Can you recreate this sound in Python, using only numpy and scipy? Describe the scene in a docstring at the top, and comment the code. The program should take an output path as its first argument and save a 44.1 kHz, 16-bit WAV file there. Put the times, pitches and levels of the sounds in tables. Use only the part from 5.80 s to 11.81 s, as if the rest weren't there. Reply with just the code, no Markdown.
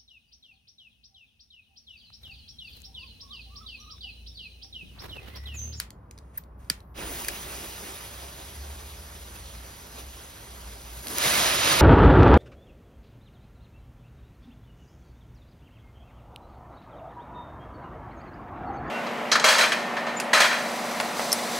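"""A brick patio, heard close up through two closely spaced microphone ports.
A gas lighter ticks and squeaks, and the snaps of its spring ring the barrel. It lights the fuse of a
small spinning firework: the powder flares, then hisses as the microphone backs off to 0.76 m. The charge
catches and its jet roars, throbbing as it starts to spin. Far traffic rumbles underneath."""
import sys
import numpy as np
from scipy import signal
from scipy.fft import rfft, irfft
from scipy.io import wavfile
from scipy.ndimage import uniform_filter1d

SR = 44100
rng = np.random.default_rng(int(sys.argv[2]) if len(sys.argv) > 2 else 0)


def wrap_up_sound(samples):
    """Save the sound to the file named by the first command line argument, as 16-bit audio."""
    columns = np.atleast_2d(samples).T
    # keep every value between -1 and 1, then stretch to whole-number steps
    tamed = np.clip(columns, -1, 1)
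    steps = np.round(tamed * 32767).astype(np.int16)
    wavfile.write(sys.argv[1], SR, steps)


N = 265041
FRAME, HOP = 512, 128  # samples
TIME, FRAME_TIME = np.arange(N) / SR, np.arange(N // HOP + 6) * HOP / SR
FINE_HZ, BIN_HZ = np.fft.rfftfreq(N, 1 / SR), np.fft.rfftfreq(FRAME, 1 / SR)

# The colour of each noise. Each row: frequency in Hz, relative level in dB.
JET_SPECTRUM = [(40, -16), (170, -3.5), (270, -6), (450, -4.5), (650, 0.4), (830, -3.5), (1000, 1),
                (1250, -0.4), (2000, -1.5), (4000, -1.4), (5800, -6), (6800, -5), (10000, -9),
                (12500, -11.5), (14800, -13), (15600, -13.5)]
FLARE_SPECTRUM = [(40, 8.5), (130, -5.5), (290, 0), (390, -2.5), (530, 0), (750, -1.5), (1300, -4.5),
                  (2000, -6.5), (2600, -3), (4500, -9.5), (6500, -8.5), (10000, -8), (11500, -10.5),
                  (13500, -8), (15500, -4.5)]
FUSE_SPECTRUM = [(40, -20), (130, -6.5), (290, -6.5), (400, -6.5), (600, -2.5), (800, -4.5), (1000, -5),
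                 (2000, -9), (3500, -8.5), (5200, -10.5), (7200, -9.5), (10000, -12.5), (12500, -11.5),
                 (14800, -17.5), (15600, -14.5)]
FIREBALL_SPECTRUM = [(80, -18), (160, -11), (290, 2), (380, -5.5), (560, -11), (1100, -5.5), (2500, -31),
                     (6000, -45)]
TICK_SPECTRUM = [(600, -21), (1400, -10), (2100, 0.5), (2750, -6.5), (3900, 2), (6000, 1), (8400, 0),
                 (10500, -6.5), (15000, -7)]
RUB_SPECTRUM = [(700, -18), (1800, 7.5), (5000, -6), (8500, 3), (13000, -11)]
ROAD_SPECTRUM = [(20, -35), (38, -9), (55, -2), (75, -5), (100, -7.5), (180, -13), (350, -21), (650, -23),
                 (1050, -22.5), (1800, -37.5), (3000, -51.5), (6000, -60.5), (15000, -55.5)]
# Thrust of the jet. Each row: time in seconds, level in dB.
JET_THRUST = [(5.45, -24), (5.53, -23.5), (5.66, -23.5), (5.8, -25.5), (5.885, -21), (5.93, -20),
              (5.955, -23), (6.0, -22)]
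# The microphone backs off from the fuse. Each row: time in seconds, distance in metres.
MIC_DISTANCE = [(1.85, 0.35), (3.1, 0.76)]
# Spurts where the fuse's powder lies thicker. Each row: peak time and half length in seconds, gain in dB.
FUSE_SPURTS = [(1.807, .035, 1.5), (2.08, 0.026, 1), (2.25, 0.022, 1.2), (3.35, 0.024, 1.8),
               (3.56, .013, 5), (4.191, 0.03, 4)]
# Spits of powder. Each row: start in seconds, level in dB, decay in seconds, centre in Hz.
POWDER_SPITS = [(5.2703, -26, .0015, 4490), (5.283, -26, .0015, 4570), (5.3335, -28, 0.00096, 6000),
                (5.374, -28, 0.0028, 8000), (5.3841, -11.5, 0.00079, 10500)]
# Flame leaps from fuse tip, then priming. Each row: start, rise, length and fade in seconds, level in dB.
FIREBALLS = [(1.183, 0.09, 0.11, 0.073, -46), (5.245, 0.045, 0.18, 0.1, -45.5)]
# Snaps of the lighter's spring. Each row: start in seconds, ring and crack levels in dB,
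# contact time in seconds, pitch that the blow favours in Hz.
SPRING_SNAPS = [(0.0002, -22, -19.5, 0.00065, 4720), (0.5773, -38, -46, 0.0018, 1800),
                (0.5825, -36, -43, 0.0012, 1880), (0.8998, -11.5, -18, 0.00046, 4720),
                (0.902, -29, -29, 0.00064, 1670), (1.447, -25, -29, 0.001, 2470),
                (1.484, -21, -18, 0.00032, 1903), (1.487, -19, -34, 0.00026, 2470)]
# Modes of the lighter's barrel. Each row: frequency in Hz, level in dB, seconds to fall 60 dB.
BARREL_MODES = [(1723, -3, 0.013), (1865, -17, 0.02), (2470, -15.5, 0.026), (4720, -5.5, 0.0092),
                (5480, -15, 0.02), (6850, -4.5, .005), (7340, 4.5, 0.004), (8620, 9.5, 0.0034),
                (9900, -3, 0.0042), (12400, -3.5, .006), (13760, -11, .006)]
# Slips of the trigger. Each row: start in seconds, level in dB, decay in seconds.
TRIGGER_TICKS = [(0.1052, -33, 0.0014), (0.311, -35.5, 0.0019), (0.378, -39, 0.0016), (0.387, -39, 0.0017),
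                 (0.6375, -46, 0.0017), (0.846, -51, 0.0027), (1.004, -41.5, .0016)]
# Pushes of the trigger along its guide. Each row: start and length in seconds, level in dB.
TRIGGER_RUBS = [(0.31, 0.23, -72.5), (0.532, 0.042, -60), (0.781, 0.21, -65)]
# A far engine drones in swells. Each row: time in seconds, pitch in Hz, level in dB.
ENGINE_DRONE = [(0.03, 61.4, -44), (0.14, 62.6, -54.5), (0.45, 62.5, -51), (0.58, 60.6, -53.5),
                (0.72, 60.7, -44), (1.0, 61.95, -52), (1.35, 56, -48), (2.12, 60.2, -54),
                (2.48, 64.3, -47.5), (2.58, 62, -56), (2.76, 60.06, -48), (3.05, 59.4, -46),
                (3.2, 60.5, -49), (3.36, 59.4, -52), (3.44, 58.8, -45), (3.57, 58.6, -50),
                (3.66, 58.6, -41.5), (3.79, 58.6, -48), (3.98, 59.5, -58), (4.28, 65.4, -45.5),
                (4.59, 61.7, -62), (4.72, 61, -46.5), (4.86, 59.85, -44), (5.03, 59, -51),
                (5.18, 60.6, -40.5), (5.3, 60.1, -52.5), (5.55, 62.1, -45.5), (5.75, 61.2, -51)]
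# The patio's echo. Each row: frequency in Hz, seconds to fall 60 dB.
PATIO_DECAY = [(2000, 0.23), (6000, 0.16), (14000, 0.16)]
# Lag between the microphone ports. Each row: frequency in Hz, lead of the left port in radians.
MIC_PHASE = [(100, 0.05), (300, -.35), (600, -1.05), (800, -1.85), (1100, -1.1), (1500, 0.15), (2500, 1.15),
             (4300, 1.3), (5000, -.5), (5800, 0.34), (7000, 2.67), (8300, 3.6), (11000, 6.25),
             (14300, 9.34), (16000, 10.48)]
# Full shadow between the ports. Each row: frequency in Hz, left minus right in dB.
MIC_BALANCE = [(200, -0.5), (600, -2.5), (1300, -11.5), (2100, -1.5), (3100, -5), (4000, -0.5),
               (4500, -3.5), (5400, 3.5), (6800, 1), (16000, 0.5)]
# How alike the ports sound. Each row: frequency in Hz, likeness from 0 to 1.
MIC_LIKENESS = [(100, .999), (550, 0.93), (1200, 0.2), (2000, 0.91), (5800, 0.79), (7600, 1), (9300, 0.94),
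                (11000, 1), (12600, 1), (14400, 1), (16000, 0.49)]

LIT_S, PRIMING_S, CHARGE_S, SPIN_S = 1.14, 5.248, 5.338, 5.46


def jet(turns_per_s=32.6, rest_treble_db=2, spun_treble_db=-3.5, throb_db=3.5):
    """The charge roars through its nozzle; as it spins up, the treble dulls and throbs once a turn."""
    speed = ramp(FRAME_TIME, SPIN_S, 0.55)
    facing = -np.cos(2 * np.pi * np.cumsum(turns_per_s * speed) * HOP / SR)
    treble_db = rest_treble_db * (1 - speed) + (spun_treble_db + throb_db * facing) * speed
    colour_db = at_hz(JET_SPECTRUM, BIN_HZ)[:, None] + shelf(treble_db, corner_hz=7360)
    roar = gas_noise(colour_db, patchy_db=1.07, flutter_db=0.54, grain_share=0.3, grains_per_s=2500)
    return bounces(roar, share=0.21) * amp(at_time(JET_THRUST, TIME)[0]) * ramp(TIME, CHARGE_S, 0.11)


def fuse(catch_s=0.048):
    """The powder flares, settles to a hiss that fades with distance, and surges at the priming."""
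    settled = np.interp(FRAME_TIME, [1.4, 1.8, 2.8], [0, 0.5, 1])
    colour_db = np.outer(at_hz(FLARE_SPECTRUM, BIN_HZ), 1 - settled)
    colour_db += np.outer(at_hz(FUSE_SPECTRUM, BIN_HZ), settled)
    flare = envelope(LIT_S, catch_s, 0.28, release=0.031)
    dull_start = 1 - ramp(TIME, LIT_S, 0.18)  # the treble opens later than the rush
    near_priming = ramp(TIME, PRIMING_S - 0.21, 0.21)
    treble_db = 0.55 - 11 * dull_start + 1.5 * flare + 4.5 * near_priming
    colour_db += shelf(np.interp(FRAME_TIME, TIME, treble_db), corner_hz=6800)
    hiss = gas_noise(colour_db, patchy_db=1.31, flutter_db=0.67, grain_share=0.32, grains_per_s=1500)
    db = -42 + 2 * flare + 3 * near_priming + 7.5 * ramp(TIME, PRIMING_S, 0.058)
    db += sum(gain_db * np.exp(-((TIME - peak) / half) ** 2) for peak, half, gain_db in FUSE_SPURTS)
    metres = at_time(MIC_DISTANCE, TIME)[0]
    burning = envelope(LIT_S, catch_s, CHARGE_S - LIT_S, release=0.19)
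    return bounces(hiss, share=0.33) * amp(db) * metres[0] / metres * burning


def spits():
    """Larger grains of powder go off in short puffs."""
    out = np.zeros((2, N))
    t = np.arange(SR // 8) / SR
    for start, db, decay, centre_hz in POWDER_SPITS:
        band = signal.butter(1, [centre_hz * 0.45, min(centre_hz * 2, SR * 0.4)], "band", fs=SR)
        puff = unit(signal.lfilter(*band, rng.standard_normal((2, len(t)))))
        add(out, start, amp(db) * puff * np.exp(-t / decay))
    return microphone(out)


def fireballs():
    """Loose powder goes up in balls of flame with a low, fluttering rush."""
    colour_db = at_hz(FIREBALL_SPECTRUM, BIN_HZ)[:, None]
    rush = gas_noise(colour_db, patchy_db=2, flutter_db=-0.5, grain_share=0.33, grains_per_s=260)
    return rush * sum(amp(db) * envelope(*timing) for *timing, db in FIREBALLS)


def gas_noise(colour_db, patchy_db, flutter_db, grain_share, grains_per_s):
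    """Turbulent gas with tiny bursts of burning grains; its colour drifts and its strength flutters."""
    length = (len(FRAME_TIME) - 1) * HOP
    grains = rng.standard_normal((2, length)) * (rng.random(length) < grains_per_s / SR)
    turbulence = rng.standard_normal((2, length)) + grain_share * unit(grains)
    frames = signal.stft(turbulence, nperseg=FRAME, noverlap=FRAME - HOP)[2]
    patches = uniform_filter1d(rng.standard_normal(frames.shape[1:]), size=8, axis=0)  # across pitch
    patches = unit(uniform_filter1d(patches, size=16, axis=1))  # across time
    flutter = unit(uniform_filter1d(rng.standard_normal(len(FRAME_TIME)), size=9))
    mids = (BIN_HZ > 300) & (BIN_HZ < 6500)
    colour = amp(colour_db) / np.sqrt(np.sum(amp(colour_db)[mids] ** 2, axis=0) / len(BIN_HZ))
    frames = frames * colour * amp(patchy_db * patches + flutter_db * flutter)
    return microphone(signal.istft(frames, nperseg=FRAME, noverlap=FRAME - HOP)[1][:, :N])


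def lighter():
    """Close by, each snap of the spring rings the barrel and sends a crack out into the patio."""
    barrel, cracks, bursts = np.zeros((3, N))
    t = np.arange(SR // 10) / SR
    hz, mode_db, t60 = np.transpose(BARREL_MODES)[:, :, None]
    build_up = 1 - np.exp(-t * hz / 2)  # a couple of cycles for each mode
    for start, ring_db, crack_db, contact, favoured_hz in SPRING_SNAPS:
        # where the blow lands decides which modes ring most
        favour_db = 12 * np.exp(-(np.log2(hz / favoured_hz) / 0.3) ** 2)
        modes = amp(mode_db + favour_db - 60 * t / t60) * build_up * np.sin(2 * np.pi * hz * t)
        # a brief contact is one clean blow, a long one scrapes
        clean = np.exp(-contact / 0.004)
        rattle = rng.standard_normal(len(t)) * np.exp(-t / contact)
        blow = clean * (t == 0) + (1 - clean) * rattle / np.linalg.norm(rattle)
        add(barrel, start, amp(ring_db) * signal.fftconvolve(blow, modes.sum(axis=0))[:len(t)])
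        crack_fade = amp(crack_db) * np.exp(-t / (0.0016 + contact))
        add(cracks, start, crack_fade * rng.standard_normal(len(t)))
        # the patio answers the whole crack as one burst
        add(bursts, start, np.linalg.norm(crack_fade) * (t == 0))
    bass_cut = signal.butter(3, 1150, "high", fs=SR)  # so small a body radiates little bass
    direct, bursts = signal.lfilter(*bass_cut, [barrel + cracks, bursts])
    dulled = signal.lfilter(*signal.butter(1, 6000, fs=SR), bursts)
    return microphone(direct_only(direct), shadow=0.46) + amp(-2.5) * patio(dulled)


def trigger_ticks():
    """The plastic trigger sticks and slips in its guide, too lightly to ring the barrel."""
    slips = np.zeros(N)
    t = np.arange(SR // 40) / SR
    for start, db, decay in TRIGGER_TICKS:
        add(slips, start, amp(db) * rng.standard_normal(len(t)) * np.exp(-t / decay))
    ticks = shape(slips, amp(at_hz(TICK_SPECTRUM, FINE_HZ)))
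    return microphone(direct_only(ticks), shadow=0.5) + amp(-14) * patio(ticks)


def trigger_slide(squeak_at_s=0.5735, squeak_length_s=0.008, from_hz=15700, to_hz=13100):
    """Plastic slides on plastic: faint rubs and one thin, falling squeak."""
    hz = from_hz + (to_hz - from_hz) * ramp(TIME, squeak_at_s, squeak_length_s)
    jitter = unit(uniform_filter1d(rng.standard_normal(N), size=12))
    squeak = amp(-24.5) * tone(hz * (1 + 0.044 * jitter))
    squeak *= envelope(squeak_at_s, 0.0016, squeak_length_s, release=0.0017)
    pushes = sum(amp(db) * envelope(start, 0.022, length, 0.029) for start, length, db in TRIGGER_RUBS)
    rub = unit(shape(rng.standard_normal((2, N)), amp(at_hz(RUB_SPECTRUM, FINE_HZ)))) * pushes
    return microphone(rub + direct_only(squeak)) + amp(-21) * patio(squeak)


def lighter_flame(spark_s=0.9045):
    """Gas hisses from the valve and lights at the spark with one soft, falling puff."""
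    puff = np.zeros(N)
    t = np.arange(SR // 40) / SR
    hz = 150 + 350 * np.exp(-t / 0.0032)
    add(puff, spark_s, amp(-36) * tone(hz) * np.exp(-((t - 0.005) / 0.009) ** 2))
    gas = unit(shape(rng.standard_normal((2, N)), np.exp(-((FINE_HZ - 13500) / 2200) ** 2)))
    valve_open = (TIME > 0.78) & (TIME < 1.45)
    return puff + amp(-73) * microphone(gas) * valve_open


def traffic():
    """A low wash from far roads, with one engine pulling away and one droning."""
    roads = shape(rng.standard_normal((2, N)), amp(at_hz(ROAD_SPECTRUM, FINE_HZ)))
    wash = amp(-50) * unit(microphone(roads, shadow=0))
    return wash + pulling_away() + engine(*at_time(ENGINE_DRONE, TIME), waver_share=0.025, swell_db=2)


def pulling_away(start_s=2.5, length_s=1.176, from_hz=66, octaves_per_s=0.26):
    """A far engine climbs evenly in pitch and booms as it passes its exhaust resonance."""
    exhaust_hz, half_width_hz = 70.2, 2
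    hz = from_hz * 2 ** (octaves_per_s * np.clip(TIME - start_s, 0, length_s))
    boom_db = 10.5 / (1 + ((hz - exhaust_hz) / half_width_hz) ** 2)
    note = engine(hz, -50 + boom_db, waver_share=0.0091, swell_db=0.5)
    return note * envelope(start_s, 0.3, length_s, release=0.071)


def engine(hz, db, waver_share, swell_db):
    """The firing note of a far engine, wavering in pitch and strength."""
    waver, swell = map(unit, shape(rng.standard_normal((2, N)), np.exp(-(FINE_HZ / 7) ** 2)))
    return amp(db + swell_db * swell) * np.sqrt(2) * tone(hz * (1 + waver_share * waver))


def bounces(x, share):
    """Faint early reflections from the paving and nearby things ripple the spectrum."""
    t = np.arange(SR // 25) / SR
    taps = rng.standard_normal(len(t)) * np.exp(-t / 0.012) * (t > 0.002)
    reflected = signal.oaconvolve(x, taps[None] / np.linalg.norm(taps))[:, :N]
    return (x + share * reflected) / np.sqrt(1 + share ** 2)


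def patio(x):
    """A thin outdoor tail from walls and paving, different at each port."""
    hz, t, frames = signal.stft(rng.standard_normal((2, SR // 2)), SR, nperseg=256)
    decay = amp(-60 * t / at_hz(PATIO_DECAY, hz)[:, None]) * (t > 0.004)
    tail = signal.istft(frames * decay, SR, nperseg=256)[1]
    return signal.fftconvolve(x[None], tail / np.linalg.norm(tail[0]), axes=1)[:, :N]


def microphone(pair, shadow=1):
    """Direct sound (row 0) meets both ports with lag and shadow; scattered (row 1) sets them apart."""
    likeness = np.clip(at_hz(MIC_LIKENESS, FINE_HZ), 0, 1)
    direct, scattered = rfft(pair) * np.sqrt([(1 + likeness) / 2, (1 - likeness) / 2])
    lean = amp(shadow * at_hz(MIC_BALANCE, FINE_HZ))
    left = (direct + scattered) * lean
    right = (direct - scattered) * np.exp(-1j * at_hz(MIC_PHASE, FINE_HZ))
    return irfft(np.array([left, right]) * np.sqrt(2 / (1 + lean ** 2)), N)


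def direct_only(x):
    """A pair for the microphone with no scattered sound."""
    return np.array([x, np.zeros(N)])


def amp(db):
    """Decibels to gain."""
    return 10 ** (np.asarray(db) / 20)


def unit(x):
    """Scales to rms 1."""
    return x / np.sqrt(np.mean(x ** 2) + 1e-20)


def tone(hz):
    """A sine that follows a changing pitch."""
    return np.sin(2 * np.pi * np.cumsum(hz) / SR)


def at_hz(points, hz):
    """Reads a spectrum on a log-frequency axis."""
    point_hz, values = np.transpose(points)
    return np.interp(np.log(hz + 1), np.log(point_hz), values)


def at_time(rows, t):
    """Reads every column of a curve."""
    times, *columns = np.transpose(rows)
    return [np.interp(t, times, column) for column in columns]


def shape(x, gain):
    """Filters whole signals by a gain per frequency."""
    return irfft(rfft(x) * gain, N)


def shelf(treble_db, corner_hz):
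    """A high shelf in dB whose gain changes from frame to frame."""
    return np.outer(1 / (1 + (corner_hz / (BIN_HZ + 1)) ** 4), treble_db)


def ramp(t, start, length):
    """Rises evenly from 0 to 1."""
    return np.clip((t - start) / length, 0, 1)


def envelope(start, attack, length, release):
    """An even attack, a hold until the length is up, and an exponential release, all in seconds."""
    return ramp(TIME, start, attack) * np.exp(-np.maximum(TIME - start - length, 0) / release)


def add(mix, start_s, sound):
    """Mixes a sound in at its start time."""
    part = mix[..., max(round(start_s * SR), 0):][..., :sound.shape[-1]]
    part += sound[..., :part.shape[-1]]


def scene():
    """Lighter, fuse and firework near the microphone, traffic far behind."""
    background = traffic()
    lighting = lighter() + trigger_ticks() + trigger_slide() + lighter_flame()
    firework = fireballs() + fuse() + spits() + jet()
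    return background + lighting + firework


def record(dry, low_cut_hz=36, top_hz=15900):
    """The recorder's low cut and band limit."""
    cut = signal.lfilter(*signal.butter(2, low_cut_hz, "high", fs=SR), dry)
    band_limit = signal.firwin(511, top_hz, window=("kaiser", 9), fs=SR)
    return signal.oaconvolve(cut, band_limit[None], "same")


dry = scene()
out = record(dry)
wrap_up_sound(out)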